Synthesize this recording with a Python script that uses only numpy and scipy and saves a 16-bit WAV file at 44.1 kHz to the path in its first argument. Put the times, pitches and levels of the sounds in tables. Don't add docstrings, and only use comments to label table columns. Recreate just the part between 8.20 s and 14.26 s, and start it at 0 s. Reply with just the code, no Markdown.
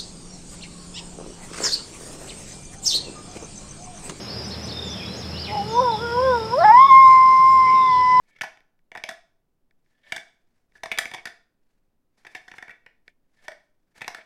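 import sys
import numpy as np
from scipy import signal
from scipy.fft import rfft, irfft
from scipy.io import wavfile

SR = 44100
rng = np.random.default_rng(int(sys.argv[2]) if len(sys.argv) > 2 else 0)


def dump(signal):
    limited = np.clip(np.atleast_2d(signal).T, -1, 1)
    pcm = np.round(limited * 32767).astype(np.int16)
    wavfile.write(sys.argv[1], SR, pcm)


N = 267157

# start in seconds, relative level of the walls in dB, then how many
# dB louder than the walls the hollow, the piece and the click are, and chatter time in seconds.
WALL_HITS = [ (0.1611, -59.5, -32, 7.5, -5.5, 0.0049), (0.186, -58, -12, -6.5, -6, 0.0023),
             (0.2105, -27, -13.5, -1.5, -15.5, 0.0028), (0.2181, -30, -23, -13, -7, 0.00059),
             (0.2346, -42.5, 10.5, -23, -3, 0.00081), (0.2394, -35, -6, -6, -26, 0.0035),
             (0.7172, -46.5, -2.5, 3.5, -6.5, 0.00058), (0.7514, -35.5, -3, -11, -17.5, 0.00044),
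             (0.7596, -46, 6.5, 0, -11, 0.00027), (0.7736, -38, -7, -3.5, -9.5, 0.0024),
             (0.838, -39.5, 0.5, 8.5, 4, 0.00069), (0.889, -31.5, -4, -11, -5, 0.0023),
             (0.902, -46.5, -2, -18, -3, 0.00079), (0.9117, -41, -17, -7, -11, 0.00067),
             (1.9216, -29.5, -6.5, 4, -3.5, 0.0016), (1.9624, -32, -9.5, -13.5, -3, 0.0026),
             (1.9791, -43, -11.5, 2.5, -15, 0.00095), (2.5535, -48.5, -15.5, -22, -17, 0.006),
             (2.6336, -34.5, 3, -2.5, -4, 0.0021), (2.6576, -37.5, -1.5, -5.5, -6.5, 0.0021),
             (2.7158, -34.5, -2.5, 11.5, 0.5, 0.0036), (2.7356, -44.5, -5, -19, -17, 0.0014),
             (2.776, -40, -2, 7.5, 1, .0004), (2.7857, -20, -12.5, -5.5, -4, 0.0019),
             (2.8114, -47, -5.5, -16, -24, 0.00076), (2.8556, -36.5, -9.5, 6, -7.5, 0.00025),
             (2.9142, -40.5, -4.5, -2, -5, 0.00096), (2.9369, -37, -3, -2.5, -1, 0.0038),
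             (2.945, -42.5, 6, 3.5, 3, 0.0019), (2.981, -50.5, -1, 2, -14, 0.0014),
             (3.0544, -32, -12.5, -11, -6, 0.0023), (3.0694, -34.5, -13, -6.5, -10.5, .004),
             (4.049, -46.5, -5, -6.5, -11, 0.0039), (4.0671, -42.5, -11.5, -4, -9.5, 0.0023),
             (4.1496, -33.5, -10, -2, -13.5, 0.0028), (4.1597, -46, -9, -20, -3, 0.0075),
             (4.2796, -42.5, -8.5, -18, -10.5, 0.0031), (4.3151, -43, -10, -4, -10, 0.00093),
             (4.3384, -48, -1.5, -5, -15, 0.001), (4.3821, -40.5, -11.5, -2.5, -10.5, 0.0021),
             (4.425, -36.5, -9.5, -11, -15.5, 0.0016), (4.4805, -47, -5.5, 1, -22, 0.0014),
             (4.494, -39.5, -17, -14, -21, 0.0026), (4.5055, -47, -26, 3, -10.5, 0.0046),
             (4.663, -47, -12.5, -2.5, -19, 0.0017), (5.2813, -33.5, -3, -7.5, -10.5, 0.0014),
             (5.3182, -45, -6.5, -6, -11, 0.0011), (5.8086, -48, 0, -4, -2, 0.0012),
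             (5.8165, -34, -7, -1, -10.5, 0.003), (5.845, -46.5, -8, 6, -4.5, .0004),
             (5.8789, -34.5, 2.5, 0, -1, 0.0013), (5.947, -35, -10.5, -16, -9.5, 0.00077),
             (5.983, -48.5, -3, -2, -22, 0.003)]
# start and end in seconds, relative level at the end in dB,
# and how many dB louder than the walls the piece rings.
PIECE_SLIDES = [(0.053, 0.204, -57, 0.5), (1.67, 1.868, -62.5, -14), (1.832, 1.915, -46.5, -8),
                (2.621, 2.87, -43, -2), (2.88, 3.0, -43.5, 4.5), (4.016, 4.166, -64, 11),
                (4.254, 4.495, -56.5, 4), (4.577, 4.718, -69.5, 2.5), (4.871, 4.91, -58.5, 1.5),
                (5.161, 5.285, -50, -8.5), (5.745, 5.854, -47, 1.5), (5.91, 6.016, -41.5, -1)]
# firmest moment in seconds, relative level in dB,
# rise time and fall time in seconds.
FINGER_RUBS = [(0.111, -69.5, 0.46, .14), (1.73, -70.5, 0.17, 0.04), (1.89, -57.5, 0.097, 0.29),
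               (2.37, -77.5, .12, 0.18), (2.576, -60, .06, 0.03), (2.84, -50, 0.22, 0.18),
               (3.5, -77.5, .16, .3), (3.99, -62, 0.035, 0.057), (4.12, -62, 0.15, 0.3),
               (4.37, -58, 0.16, 0.15), (4.89, -66, .04, 0.026), (5.24, -60.5, .15, 0.23),
               (5.762, -55, 0.019, 0.24), (5.97, -58, 0.27, 0.086)]
# start in seconds, relative level in dB.
DRY_KNOCKS = [(0.373, -59), (0.405, -62.5), (0.591, -77.5), (1.5092, -69.5), (1.661, -77.5), (2.5207, -72),
              (2.5798, -65), (4.8792, -49.5)]
# hardest moment in seconds, level in dB, rise time and fall time in seconds.
HARD_SHAKES = [(2.8, -63, .45, .6), (5.9, -72, .3, 0.24)]

# pitch in Hz, width in Hz, relative level in dB.
THUD_TONES = [(89, 200, -5), (199, 110, -0.5), (440, 210, -2)]
WALL_TONES = [(1525, 180, -6), (1614, 110, -4.5), (1750, 108, -1.5), (1929, 100, -3)]
PIECE_TONES = [(2220, 180, 5), (2333, 220, -2.5), (2480, 220, -10.5), (2580, 590, -9.5)]
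CLICK_TONES = [(3480, 270, 6), (4420, 250, -9.5), (4460, 670, -7), (5160, 220, 0), (5550, 350, -4),
               (6370, 470, -12.5)]
TICK_TONES = [(7020, 1200, -3), (8380, 210, 1.5), (9300, 330, -6.5), (10470, 820, -4.5),
              (12200, 2700, -12.5), (14500, 960, -19)]
WALL_SCRAPE_TONES = [(584, 60, -10.5), (1765, 50, 1), (3250, 510, -16), (5140, 830, -30.5)]
PIECE_SCRAPE_TONES = [(2235, 55, 1.5), (2430, 160, -11.5)]
# multiple of the hollow's pitch, width in Hz, relative level in dB.
HOLLOW_TONES = [(1.0, 34.26, 1.5), (1.079, 91.2, -2), (1.2, 110.2, -2.5), (1.45, 262.7, -10.5)]
# time in seconds, pitch in Hz.
HOLLOW_TUNING = [(0.2, 659), (0.9, 639), (2.8, 685.6), (4.2, 709.5), (4.9, 680), (5.29, 568.4), (5.82, 661)]

# frequency in Hz, relative level in dB.
SKIN_COLOUR = [(60, -13.5), (250, -1.5), (520, -5.5), (670, -0.5), (950, -3), (1200, -7), (1650, -1),
               (2300, -3.5), (3000, -10.5), (4800, -8.5), (7000, -12.5), (10500, -18), (16000, -33.5)]
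AIR_COLOUR = [(12, -1.5), (40, -2), (70, -7.5), (140, -20), (400, -43), (2000, -79.5)]
ECHO_COLOUR = [(100, -4.5), (400, -1), (650, 3), (900, -4), (1300, 2), (1900, -2), (2400, 0), (3400, 0),
               (5500, 0), (9000, 0.5), (16000, -3)]
RUMBLE_COLOUR = [(8, 17), (16, 11.5), (28, -0.5), (60, -8.5), (125, -7.5), (250, -6.5), (500, -14.5),
                 (1000, -22), (2000, -29.5), (4000, -34), (8000, -37), (16000, -35.5)]
# frequency in Hz, seconds to fade by 60 dB.
ECHO_FADES = [(150, 0.32), (650, 0.4831), (2000, 0.4), (5000, 0.4128), (9000, 0.36), (16000, 0.22)]


def rattle(bounce_s=0.05, bounce_loss_db=27):
    out = np.zeros(N)
    delays = bounce_s * rng.uniform(0.56, 1.3, len(WALL_HITS))
    for (s, level_db, *character), delay in zip(WALL_HITS, delays):
        add(out, s, blow(s, level_db, *character))
        bounce = blow(s, level_db - bounce_loss_db, hollow_db=-3, piece_db=-6.5, click_db=-8, chatter_s=0.04)
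        add(out, s + delay, bounce)
    return out


def blow(s, level_db, hollow_db, piece_db, click_db, chatter_s):
    effort_db = level_db + 37.5
    swing = sum(np.interp(s, [peak - rise, peak, peak + fall], [0, 1, 0])
                for peak, _, rise, fall in HARD_SHAKES)
    thud_db = -10.5 - 0.32 * effort_db + 0.27 * piece_db
    tick_db = click_db - 10.5 + 0.34 * max(effort_db, -10) - 0.35 * max(piece_db, 0)
    thud_db += 0.26 * hollow_db + 2.5 * swing
    hollow_hz = np.interp(s, *np.transpose(HOLLOW_TUNING))
    hollow_hz *= 1 + 0.035 * rng.standard_normal()
    parts = ringing_parts(chatter_s, hollow_hz)
    balance_db = [thud_db, hollow_db, 0, piece_db, click_db, tick_db]
    knock = sum(from_db(level_db + db) * unit_energy(part) for part, db in zip(parts, balance_db))
    return np.sqrt(0.01 * SR) * knock


def ringing_parts(chatter_s, hollow_hz):
    push = contact(chatter_s, first_db=5.0)
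    force = contact(chatter_s, first_db=-3.5)
    grit = contact(chatter_s, first_db=-14.0)
    hollow_tones = [(hollow_hz * multiple, width, db) for multiple, width, db in HOLLOW_TONES]
    thud = keep_band(resonate(push, THUD_TONES), hz=537, kind="low", order=3)
    hollow = keep_band(resonate(push, hollow_tones), hz=1630, kind="low")
    walls = keep_band(resonate(force, WALL_TONES), hz=1045.6, kind="high")
    piece = keep_band(resonate(force, PIECE_TONES), hz=1430, kind="high")
    click = keep_band(resonate(grit, CLICK_TONES), hz=2879, kind="high", order=3)
    click = keep_band(click, hz=7100, kind="low", order=3)
    tick = keep_band(resonate(grit, TICK_TONES), hz=6650, kind="high", order=3)
    return thud, hollow, walls, piece, click, tick


def contact(chatter_s, first_db, touches_per_s=9000):
    length = int(0.09 * SR)
    age = np.arange(length) / SR / chatter_s
    touches = rng.standard_normal(length) * (rng.random(length) < touches_per_s / SR)
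    force = unit_energy(touches * np.sqrt(age) * np.exp(-age))
    force[0] += from_db(first_db)
    return force


def resonate(force, tones):
    out = 0
    for k, (hz, width, db) in enumerate(tones):
        detune, stray_db = rng.normal(0, [0.005, 1.0])
        decay = np.exp(-np.pi * width / SR)
        angle = 2 * np.pi * hz * (1 + detune) / SR
        gain = (-1) ** k * from_db(db + stray_db) * (1 - decay ** 2) / 2
        feedback = [1, -2 * decay * np.cos(angle), decay ** 2]
        out = out + gain * signal.lfilter([1, 0, -1], feedback, force)
    return out


def sliding():
    strokes = [(from_db(db) * stroke(start, end), piece_db) for start, end, db, piece_db in PIECE_SLIDES]
    wall_gain = sum(gain for gain, _ in strokes)
    piece_gain = sum(gain * from_db(piece_db) for gain, piece_db in strokes)
    catches = friction(grain_db=6.0, slip_db=3.5)
    walls = wall_gain * unit_energy(resonate(catches, WALL_SCRAPE_TONES))
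    piece = piece_gain * unit_energy(resonate(catches, PIECE_SCRAPE_TONES))
    return np.sqrt(N / 2) * (walls + piece)


def stroke(start_s, end_s, speed_power=0.61, stop_s=0.0072):
    t = np.arange(N) / SR
    speed = np.clip((t - start_s) / (end_s - start_s), 0, 1)
    return speed ** speed_power * np.exp(-np.maximum(t - end_s, 0) / stop_s)


def friction(grain_db, slip_db, slips_per_s=110):
    slips = np.interp(np.arange(N) / SR * slips_per_s, np.arange(N), rng.standard_normal(N))
    return rng.standard_normal(N) * from_db(grain_db * rng.standard_normal(N) + slip_db * slips)


def finger_rubs():
    return swells(FINGER_RUBS) * coloured(friction(grain_db=-0.5, slip_db=4.0), SKIN_COLOUR)


def dry_knocks():
    out = np.zeros(N)
    for s, level_db in DRY_KNOCKS:
        add(out, s, blow(s, level_db, hollow_db=-18.5, piece_db=-1.5, click_db=-8, chatter_s=0.0001))
    return out


def stirred_air():
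    return swells(HARD_SHAKES) * coloured(rng.standard_normal(N), AIR_COLOUR)


def room_echoes(x, first_s=0.004, early_s=0.053):
    t = np.arange(int(0.7 * SR)) / SR
    hz = np.fft.rfftfreq(len(t), 1 / SR)
    spectrum = rfft(rng.standard_normal(len(t))) * from_db(at_hz(ECHO_COLOUR, hz))
    echoes = 0
    for centre, fade_s in ECHO_FADES:
        band = at_hz([(f, f == centre) for f, _ in ECHO_FADES], hz)
        echoes = echoes + irfft(spectrum * band, len(t)) * from_db(-60 * t / fade_s)
    echoes *= (t > first_s) * (1 + np.exp(-t / early_s))
    return signal.fftconvolve(x, unit_energy(echoes))[:N]


def room_rumble(level_db=-67.5):
    return from_db(level_db) * coloured(rng.standard_normal(N), RUMBLE_COLOUR)


def swells(moves, range_db=23):
    gain = 0
    for peak_s, level_db, rise_s, fall_s in moves:
        t = np.arange(N) / SR - peak_s
        gain = gain + from_db(level_db - range_db * np.maximum(-t / rise_s, t / fall_s))
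    return gain


def coloured(noise, colour):
    gains = from_db(at_hz(colour, np.fft.rfftfreq(N, 1 / SR)))
    return np.sqrt(N) * unit_energy(irfft(rfft(noise) * gains, N))


def keep_band(x, hz, kind, order=2):
    return signal.sosfilt(signal.butter(order, hz, kind, fs=SR, output="sos"), x)


def at_hz(points, hz):
    f, value = np.transpose(points)
    return np.interp(np.log(np.maximum(hz, 1)), np.log(f), value)


def add(track, s, sound):
    start = int(s * SR)
    track[start:start + len(sound)] += sound[:N - start]


def from_db(db):
    return 10 ** (np.asarray(db) / 20)


def unit_energy(x):
    return x / np.sqrt(np.sum(x ** 2) + 1e-20)


def scene(clack_db=-1.5, knock_db=-0.5, room_db=-9.0, slide_db=-7.0, finger_db=-3.5, rub_room_db=-7.0):
    rumble = room_rumble()
    rubbing = from_db(slide_db) * sliding() + from_db(finger_db) * finger_rubs()
    clacks = from_db(clack_db) * rattle()
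    echoes = from_db(room_db) * room_echoes(clacks + from_db(rub_room_db) * rubbing)
    knocks = from_db(knock_db) * dry_knocks()
    return (clacks + knocks + rubbing + echoes + stirred_air() + rumble)[None]


def record(dry, cutoff_hz=16100):
    return signal.sosfilt(signal.ellip(10, 0.1, 80, cutoff_hz, fs=SR, output="sos"), dry)


dry = scene()
out = record(dry)
dump(out)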